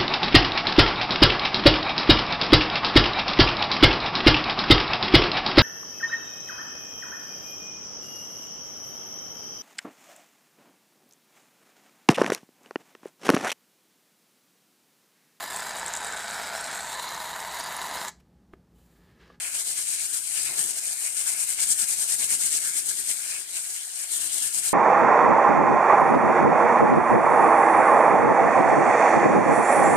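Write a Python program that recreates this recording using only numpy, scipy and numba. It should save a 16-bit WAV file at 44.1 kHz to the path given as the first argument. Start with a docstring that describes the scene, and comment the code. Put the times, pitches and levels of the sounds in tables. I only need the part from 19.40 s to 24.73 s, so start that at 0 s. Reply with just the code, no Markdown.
"""A dense crackle comes in quick strokes: two hands in thin oiled plastic gloves roll sticky paste to and
fro over a kitchen counter. Creases in the film snap, folds resonate in a duller rustle, and the palms
add a soft rumble and thud. Now and then one crease pops out alone or the palms meet with a thump.
The counter returns a short echo, the walls a brief tail, all over a faint hush. The two microphone
ports of a phone close by ring at different treble pitches."""
import sys
import numpy as np
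from scipy import signal
from scipy.fft import rfft, irfft
from scipy.io import wavfile
from scipy.ndimage import uniform_filter1d
from numba import njit

SR = 44100
rng = np.random.default_rng(int(sys.argv[2]) if len(sys.argv) > 2 else 0)


def unload_audio(sound):
    """Save the sound as a 16-bit wav file, at the path given as the first command line argument."""
    columns = np.transpose(np.atleast_2d(sound))
    # keep every value between -1 and 1, then stretch to whole-number steps
    steps = np.round(np.clip(columns, -1, 1) * 32767)
    wavfile.write(sys.argv[1], SR, steps.astype(np.int16))


N = 235097
T = np.arange(N) / SR
FFT_SIZE = 2 ** 18
F = np.fft.rfftfreq(FFT_SIZE, 1 / SR) + 1  # Hz, offset to keep the logarithm finite
RUMBLE_HZ, RUSTLE_HZ, CRACKLE_HZ, TOP_HZ = 410, 1020, 3750, 14230  # three lower band edges; the top edge


def undb(db):
    """Decibels to amplitude ratio."""
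    return 10 ** (np.asarray(db) / 20)


def unit(x):
    """Normalisation to unit RMS."""
    return x / np.sqrt(np.mean(x ** 2))


def below(hz):
    """Third-order Butterworth low-pass magnitude."""
    return 1 / np.sqrt(1 + (F / hz) ** 6)


def above(hz):
    """The power complement of the low-pass."""
    return np.sqrt(1 - below(hz) ** 2)


def shape(x, gain):
    """Filtering as multiplication of spectra."""
    return irfft(rfft(x, FFT_SIZE) * gain, FFT_SIZE)[..., :N]


def walk(rate):
    """Slow random modulation: values held 1 / rate s and smoothed twice, with a spread near 1."""
    hold = int(SR / rate)
    steps = np.repeat(rng.standard_normal(N // hold + 1), hold)
    return 1.68 * uniform_filter1d(uniform_filter1d(steps, hold), hold)[:N]


def snaps(rate, spread_db, shared):
    """Shot noise: uneven impulses at random moments, with a share of the power common to both ports."""
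    when = rng.random((3, N)) < rate / SR
    size = undb(spread_db * rng.standard_normal((3, N))) * rng.standard_normal((3, N))
    both, left, right = when * size
    return np.sqrt(shared) * both + np.sqrt(1 - shared) * np.array([left, right])


# Spectrum of the hands at each port, below its resonance: (frequency [Hz], gain [dB])
LEFT_SPECTRUM = [(25, -30), (60, -33), (130, -10), (250, -12), (380, -5), (560, -10), (900, -7.5),
                 (1300, -7), (1650, 0.1), (1850, -1.5), (2500, -0.5), (3700, -1.5), (5500, 4.5)]
RIGHT_SPECTRUM = [(25, -32), (60, -19), (130, -7), (250, -9.5), (380, -26), (500, -12.5), (700, -5.5),
                  (950, -9.5), (1300, -6), (1600, -5.5), (2000, -2), (2600, -0.5), (3700, -0.5),
                  (5500, 1.5)]
# Left and right port: (resonance [Hz], bandwidth [Hz], resonance gain [dB], gain at TOP_HZ [dB])
PORT_RESONANCES = [(8460, 2190, 19, -9), (7100, 1620, 12.5, -5.5)]
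def port(side):
    """Acoustic resonance: the air in a port (0 left, 1 right) adds a peak to a broad spectrum."""
    hz, width, ring_db, top_db = PORT_RESONANCES[side]
    point_hz, point_db = np.transpose([*(LEFT_SPECTRUM, RIGHT_SPECTRUM)[side], (TOP_HZ, top_db)])
    resonance = undb(ring_db) * (F / hz) ** 2 / (1 + (2 * (F - hz) / width) ** 2)
    return undb(np.interp(np.log(F), np.log(point_hz), point_db)) + resonance


def heard(x, band, left_lag_s=.0001):
    """Path difference: one band of sound passes through both ports and reaches the left one later."""
    delay = np.exp(-2j * np.pi * F * left_lag_s)
    return shape(x, band * np.array([delay * port(0), port(1)]))


# Hand strokes: (time at full speed [s], hold [s], level [dB], extra level of rubbing [dB])
HAND_STROKES = [(0.006, 0.073, -32, 4), (0.144, 0.068, -27.5, 1.5), (0.276, 0.042, -27.5, 2.5),
                (0.38, 0.038, -28.5, 5), (0.482, 0.066, -28, 2), (0.597, 0.059, -30.5, 6.5),
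                (0.728, 0.051, -27.5, 3.5), (0.853, 0.11, -35, -11), (0.98, 0.013, -29, 1.5),
                (1.057, 0.049, -30.5, -1), (1.19, 0.022, -22.5, 2.5), (1.222, 0.04, -27, -5),
                (1.291, 0.017, -25, -3.5), (1.361, 0.031, -30.5, 3.5), (1.438, 0.06, -28.5, -2),
                (1.524, 0.0067, -25.5, -1), (1.614, 0.065, -28.5, 2), (1.773, 0.043, -26.5, 2.5),
                (1.879, 0.0084, -22.5, 2.5), (1.903, 0.032, -28, 4.5), (1.992, 0.044, -24.5, -2),
                (2.086, 0.041, -25, -1.5), (2.207, 0.029, -22.5, 5), (2.299, 0.024, -18, -5),
                (2.392, 0.044, -22, 2), (2.495, 0.04, -23, 0.5), (2.596, 0.044, -25.5, 4.5),
                (2.695, 0.049, -22.5, -0.5), (2.799, 0.048, -21, 0.5), (2.912, 0.031, -20, 2.5),
                (3.011, 0.06, -23, 2.5), (3.119, 0.055, -23.5, 3), (3.227, 0.069, -26.5, 4),
                (3.354, 0.04, -24, 3), (3.478, 0.038, -25, 3.5), (3.582, 0.024, -26.5, -1),
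                (3.691, 0.022, -22.5, -0.5), (4.135, 0.03, -36, -8), (4.172, 0.0095, -29, 4.5),
                (4.246, 0.071, -38.5, 6), (4.343, 0.025, -30.5, -7), (4.557, 0.085, -32, -2.5),
                (4.718, 0.057, -24.5, -6), (4.808, 0.063, -26.5, 2.5), (4.925, 0.057, -25, 2.5),
                (5.024, 0.052, -25, 1.5), (5.146, 0.047, -23.5, -2.5), (5.247, 0.039, -23.5, -0.5)]
# Film shifting between and under the strokes: (time [s], level [dB])
FILM_SHIFTING = [(0.0, -34), (0.8, -32.5), (1.0, -28.5), (1.3, -35.5), (1.6, -32), (2.2, -34.5),
                 (3.1, -31.5), (3.7, -32.5), (3.8, -31.5), (4.0, -31), (4.055, -40.5), (4.11, -36),
                 (4.2, -32), (4.5, -35.5), (4.68, -38), (4.8, -41), (5.33, -30.5)]
def strokes(rub_share, rise_db_per_s=371, grow_db_per_s=32, fall_db_per_s=484, smooth_s=.0034):
    """Incoherent sources add in power: the envelope of strokes that speed up, swell a little and slow."""
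    power = undb(2 * np.interp(T, *np.transpose(FILM_SHIFTING)))
    for start, hold, db, rub_db in HAND_STROKES:
        near = slice(max(int((start - .2) * SR), 0), int((start + hold + .2) * SR))
        t = T[near] - start
        swell_db = grow_db_per_s * (np.clip(t, 0, hold) - hold / 2)
        fade_db = rise_db_per_s * np.maximum(-t, 0) + fall_db_per_s * np.maximum(t - hold, 0)
        power[near] += undb(2 * (db + rub_share * rub_db + swell_db - fade_db))
    return uniform_filter1d(np.sqrt(power), int(smooth_s * SR))


def follow(envelope, smear_s, exponent, reference_db=-30):
    """Power law: the gain moves by `exponent` dB per dB of the smoothed envelope."""
    return (uniform_filter1d(envelope, int(smear_s * SR)) / undb(reference_db)) ** exponent


def crackle(push, rub, large_db, middling_hz=6430, fine_hz=10300):
    """Buckling: creases of three sizes snap in flickering patches; the smaller, the higher they sound."""
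    # Negative exponents make large and fine creases swell less than middling ones.
    large_gain = (rub / push) ** .32 * follow(push, .008, -.1) * undb(large_db)
    fine_gain = follow(push, .008, -.26)
    sizes = [(below(middling_hz), large_gain, 4500, .7, 1.3),
             (above(middling_hz) * below(fine_hz), 1, 8000, .4, .9),
             (above(fine_hz), fine_gain, 9000, .3, .7)]
    creases = 0
    for band, gain, rate, wander_db, flicker_db in sizes:
        clicks = snaps(rate, spread_db=.85, shared=.019) / np.sqrt(rate)
        patches = undb(wander_db * walk(14) + flicker_db * walk(160))
        creases += heard(clicks, above(CRACKLE_HZ) * band) * gain * patches
    return unit(creases) * push


@njit
def resonator(x, tuning, damping):
    """A damped oscillator as a state-variable band-pass; tuning = tan(pi * frequency / SR) per sample."""
    y = np.empty(x.shape)
    for channel in range(len(x)):
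        band_state, low_state = 0., 0.
        for i in range(x.shape[1]):
            g = tuning[i]
            band = (band_state + g * (x[channel, i] - low_state)) / (1 + g * (g + damping))
            band_state = 2 * band - band_state
            low_state += 2 * g * band
            y[channel, i] = damping * band
    return y


# Resonances of the folds: (frequency [Hz], bandwidth [Hz], gain [dB], pitch wander [relative])
FOLD_MODES = [(1410, 390, -3.5, 0.058), (1641, 115, 3, 0.022), (1982, 250, 0, 0.074), (2280, 230, 1, 0.034),
              (2885, 750, 1, 0.18), (3130, 410, -1, 0.27), (3990, 400, 0.5, 0.035), (4490, 470, -0.5, 0.12)]
# Smaller or larger folds lead in turn: (time [s], spectral slope [dB/octave])
FOLD_SLOPE = [(0, -4), (.12, -1), (.3, 4), (.4, 0), (.45, 4), (.77, -2), (.85, 6.5), (1.19, 1.5), (1.29, 3),
              (1.34, -2), (1.59, 5), (1.68, 0), (1.82, -3), (2.14, 1.5), (2.24, -3), (2.3, 1.5), (2.42, -7),
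              (2.54, 6), (2.62, -0.5), (3.0, 0.5), (3.5, -0.5), (3.88, 3), (4.1, 1), (4.6, 2.5), (5.0, 6),
              (5.33, -1)]
def rustle(rub, pivot_hz=2230, patchy_db=2.3):
    """Forced resonance: folds ring at pitches that wander as the film is pulled, and each comes and goes."""
    drive = heard(snaps(10000, spread_db=1.4, shared=.27), above(RUSTLE_HZ) * below(CRACKLE_HZ))
    slope = np.interp(T, *np.transpose(FOLD_SLOPE))
    folds = 0
    for hz, width, db, wander in FOLD_MODES:
        gain = undb(db + slope * np.log2(hz / pivot_hz) + patchy_db * walk(55))
        pitch_hz = hz * (1 + .5 * wander * walk(12))
        folds += gain * resonator(drive, np.tan(np.pi * pitch_hz / SR), width / hz)
    return unit(folds) * follow(rub, .015, .75) * undb(.46 * walk(20))


def rumble(push, rub):
    """Amplitude modulation: the low-mid noise of the rolling palms swells with each stroke."""
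    noise = heard(snaps(6000, spread_db=.94, shared=.51), above(RUMBLE_HZ) * below(RUSTLE_HZ))
    return unit(noise) * follow(np.sqrt(push * rub), .014, .79) * undb(.74 * walk(20))


# Weight of the lowest part of the thud: (time [s], gain [dB])
BASS_WEIGHT = [(0, -3), (.4, 1), (.8, 3), (1.3, -3), (1.7, 0.5), (2.0, 3), (2.4, 0), (2.9, 0.5),
               (3.3, -2.5), (3.7, -4.5), (4.05, -6), (4.2, -5), (4.4, -3), (4.75, -9), (4.9, -5), (5.33, 0)]
def thud(push, bass_hz=180):
    """Temporal smearing: the heaviest layer, two bands of low noise, follows the strokes most loosely."""
    upper = heard(snaps(6000, spread_db=.79, shared=.5), below(RUMBLE_HZ) * above(bass_hz))
    bass = heard(snaps(6000, spread_db=.63, shared=.46), below(RUMBLE_HZ) * below(bass_hz))
    bass *= undb(np.interp(T, *np.transpose(BASS_WEIGHT)) + .57 * walk(9.5))
    return unit(upper + bass) * follow(push, .034, .74) * undb(.93 * walk(16))


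def room_noise(hush_db=-52, murmur_db=-83):
    """Stationary noise: a faint hush over a fainter low murmur."""
    hush = unit(shape(rng.standard_normal((2, N)), port(1)))
    murmur = unit(shape(rng.standard_normal((2, N)), below(120)))
    return undb(hush_db) * hush + undb(murmur_db) * murmur


def reflections(echo_s=.0028, echo_db=-14, dull_hz=3600, t60_s=.18, tail_db=-18):
    """Reflection and reverberation: the frequency response of a dull counter echo and a hard-wall tail."""
    counter = undb(echo_db) * below(dull_hz) * np.exp(-2j * np.pi * F * echo_s)
    tail = rng.standard_normal((2, SR // 2)) * 1000 ** (-T[:SR // 2] / t60_s)
    tail *= undb(tail_db) / np.linalg.norm(tail, axis=1, keepdims=True)
    return counter + rfft(tail, FFT_SIZE)


# Creases that pop out alone: (time [s], left level [dB], right level [dB])
LONE_CREASES = [(0.3162, -18.4, -18.0), (1.2415, -10.3, -25.5), (1.3654, -15.1, -26.5),
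                (1.3846, -21.7, -21.0), (1.4561, -12.8, -17.6), (1.4604, -19.7, -18.4),
                (1.544, -20.9, -20.2), (1.564, -18.2, -18.1), (1.5937, -16.1, -33.1),
                (1.7244, -15.1, -33.5), (1.8129, -12.4, -25.0), (1.8834, -9.2, -22.9),
                (2.103, -12.0, -28.1), (2.1098, -10.6, -26.0), (2.1466, -13.5, -26.1),
                (2.6252, -9.1, -21.7), (2.8378, -15.3, -14.8), (4.3638, -13.2, -25.0),
                (4.7644, -15.1, -18.9), (5.1459, -9.9, -22.6)]
def pops(t60_s=.003):
    """Impulse excitation: a click with ever smaller ones behind it rings the ports."""
    times, *levels_db = np.transpose(LONE_CREASES)
    clicks = np.zeros((2, N))
    clicks[:, (times * SR).astype(int)] = undb(levels_db)
    fading = signal.lfilter([1], [1, -1000 ** (-1 / (t60_s * SR))], clicks)
    clicks += .2 * fading * rng.standard_normal(N)
    band = above(RUSTLE_HZ)
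    impulse_response = heard(signal.unit_impulse(N, "mid"), band)
    return heard(clicks, band) / np.abs(impulse_response).max(axis=1, keepdims=True)


# Palms meeting softly: (time [s], level [dB], frequency [Hz])
PALM_CONTACTS = [(1.045, -51, 135), (1.068, -54, 135), (1.097, -53, 165), (1.195, -46, 164),
                 (1.25, -53, 340), (1.965, -58, 120), (2.302, -46, 230), (2.425, -46, 200),
                 (2.735, -53, 175), (2.795, -47, 235), (2.925, -54, 140), (3.04, -49, 190),
                 (5.165, -52, 165), (5.265, -53, 130)]
def thumps(rise_s=.0037, t60_s=.062):
    """Cavity resonance: each contact pushes softly and the cupped air rings for a few cycles."""
    out = np.zeros(N)
    for start, db, hz in PALM_CONTACTS:
        t = np.maximum(T - start, 0)
        envelope = (1 - np.exp(-t / rise_s)) * 1000 ** (-t / t60_s)
        out += 2 * undb(db) * envelope * np.sin(2 * np.pi * hz * t)
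    return out


# Slow drift in the balance of the layers, before the strokes modulate them: (time [s], large-crease
# gain [dB], rustle level [dB], rumble level [dB], thud level [dB], crackle left over right [dB])
LAYER_BALANCE = [(0, 0, -40, -54.5, -69, 0.5), (.3, 2, -44.5, -60, -62, 0.4),
                 (.9, 0.5, -44.5, -60, -66.5, 3), (1.06, 2.5, -38, -54, -60.5, 3),
                 (1.14, 0, -40, -49, -56, -1), (1.2, -0.5, -44, -57, -56.5, 3),
                 (1.3, 2.5, -42, -55.5, -58, 0), (1.5, 0.5, -45.5, -58.5, -64.5, -0.5),
                 (1.7, -0.5, -44, -59, -64, 2), (2.1, 1.5, -43, -58, -65.5, 2),
                 (2.3, 1, -42.5, -59.5, -61.5, 1), (2.55, 2, -45.5, -59.5, -64, 2.5),
                 (2.9, 0.5, -44.5, -59.5, -60.5, 1), (3.5, 0.2, -45, -62, -60, 1),
                 (3.9, 4, -38.5, -55.5, -61, 2.5), (4.2, 1, -44, -60, -62, -0.5),
                 (4.45, 2.5, -42, -58, -71, 0.5), (4.7, 2.5, -40.5, -56, -68, 1),
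                 (4.85, -1.2, -45, -59.5, -58, 2.5), (5.33, 1.5, -41.5, -58.5, -62.5, 1)]
def scene():
    """Superposition: the sounds of the hands add to their own reflections and the noise of the room."""
    background, reflected = room_noise(), reflections()
    times, *columns = np.transpose(LAYER_BALANCE)
    large_db, rustle_db, rumble_db, thud_db, lean_db = (np.interp(T, times, db) for db in columns)
    push, rub = strokes(rub_share=0), strokes(rub_share=1)
    hands = crackle(push, rub, large_db) * undb([lean_db / 2, -lean_db / 2])
    hands += rustle(rub) * undb(rustle_db)
    hands += rumble(push, rub) * undb(rumble_db)
    hands += thud(push) * undb(thud_db)
    hands += pops() + thumps()
    return shape(hands, 1 + reflected) + background


def record(dry):
    """Band limiting: the phone cuts the top steeply with an elliptic low-pass."""
    return signal.sosfilt(signal.ellip(16, .3, 95, TOP_HZ, fs=SR, output="sos"), dry)


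dry = scene()
out = record(dry)
unload_audio(out)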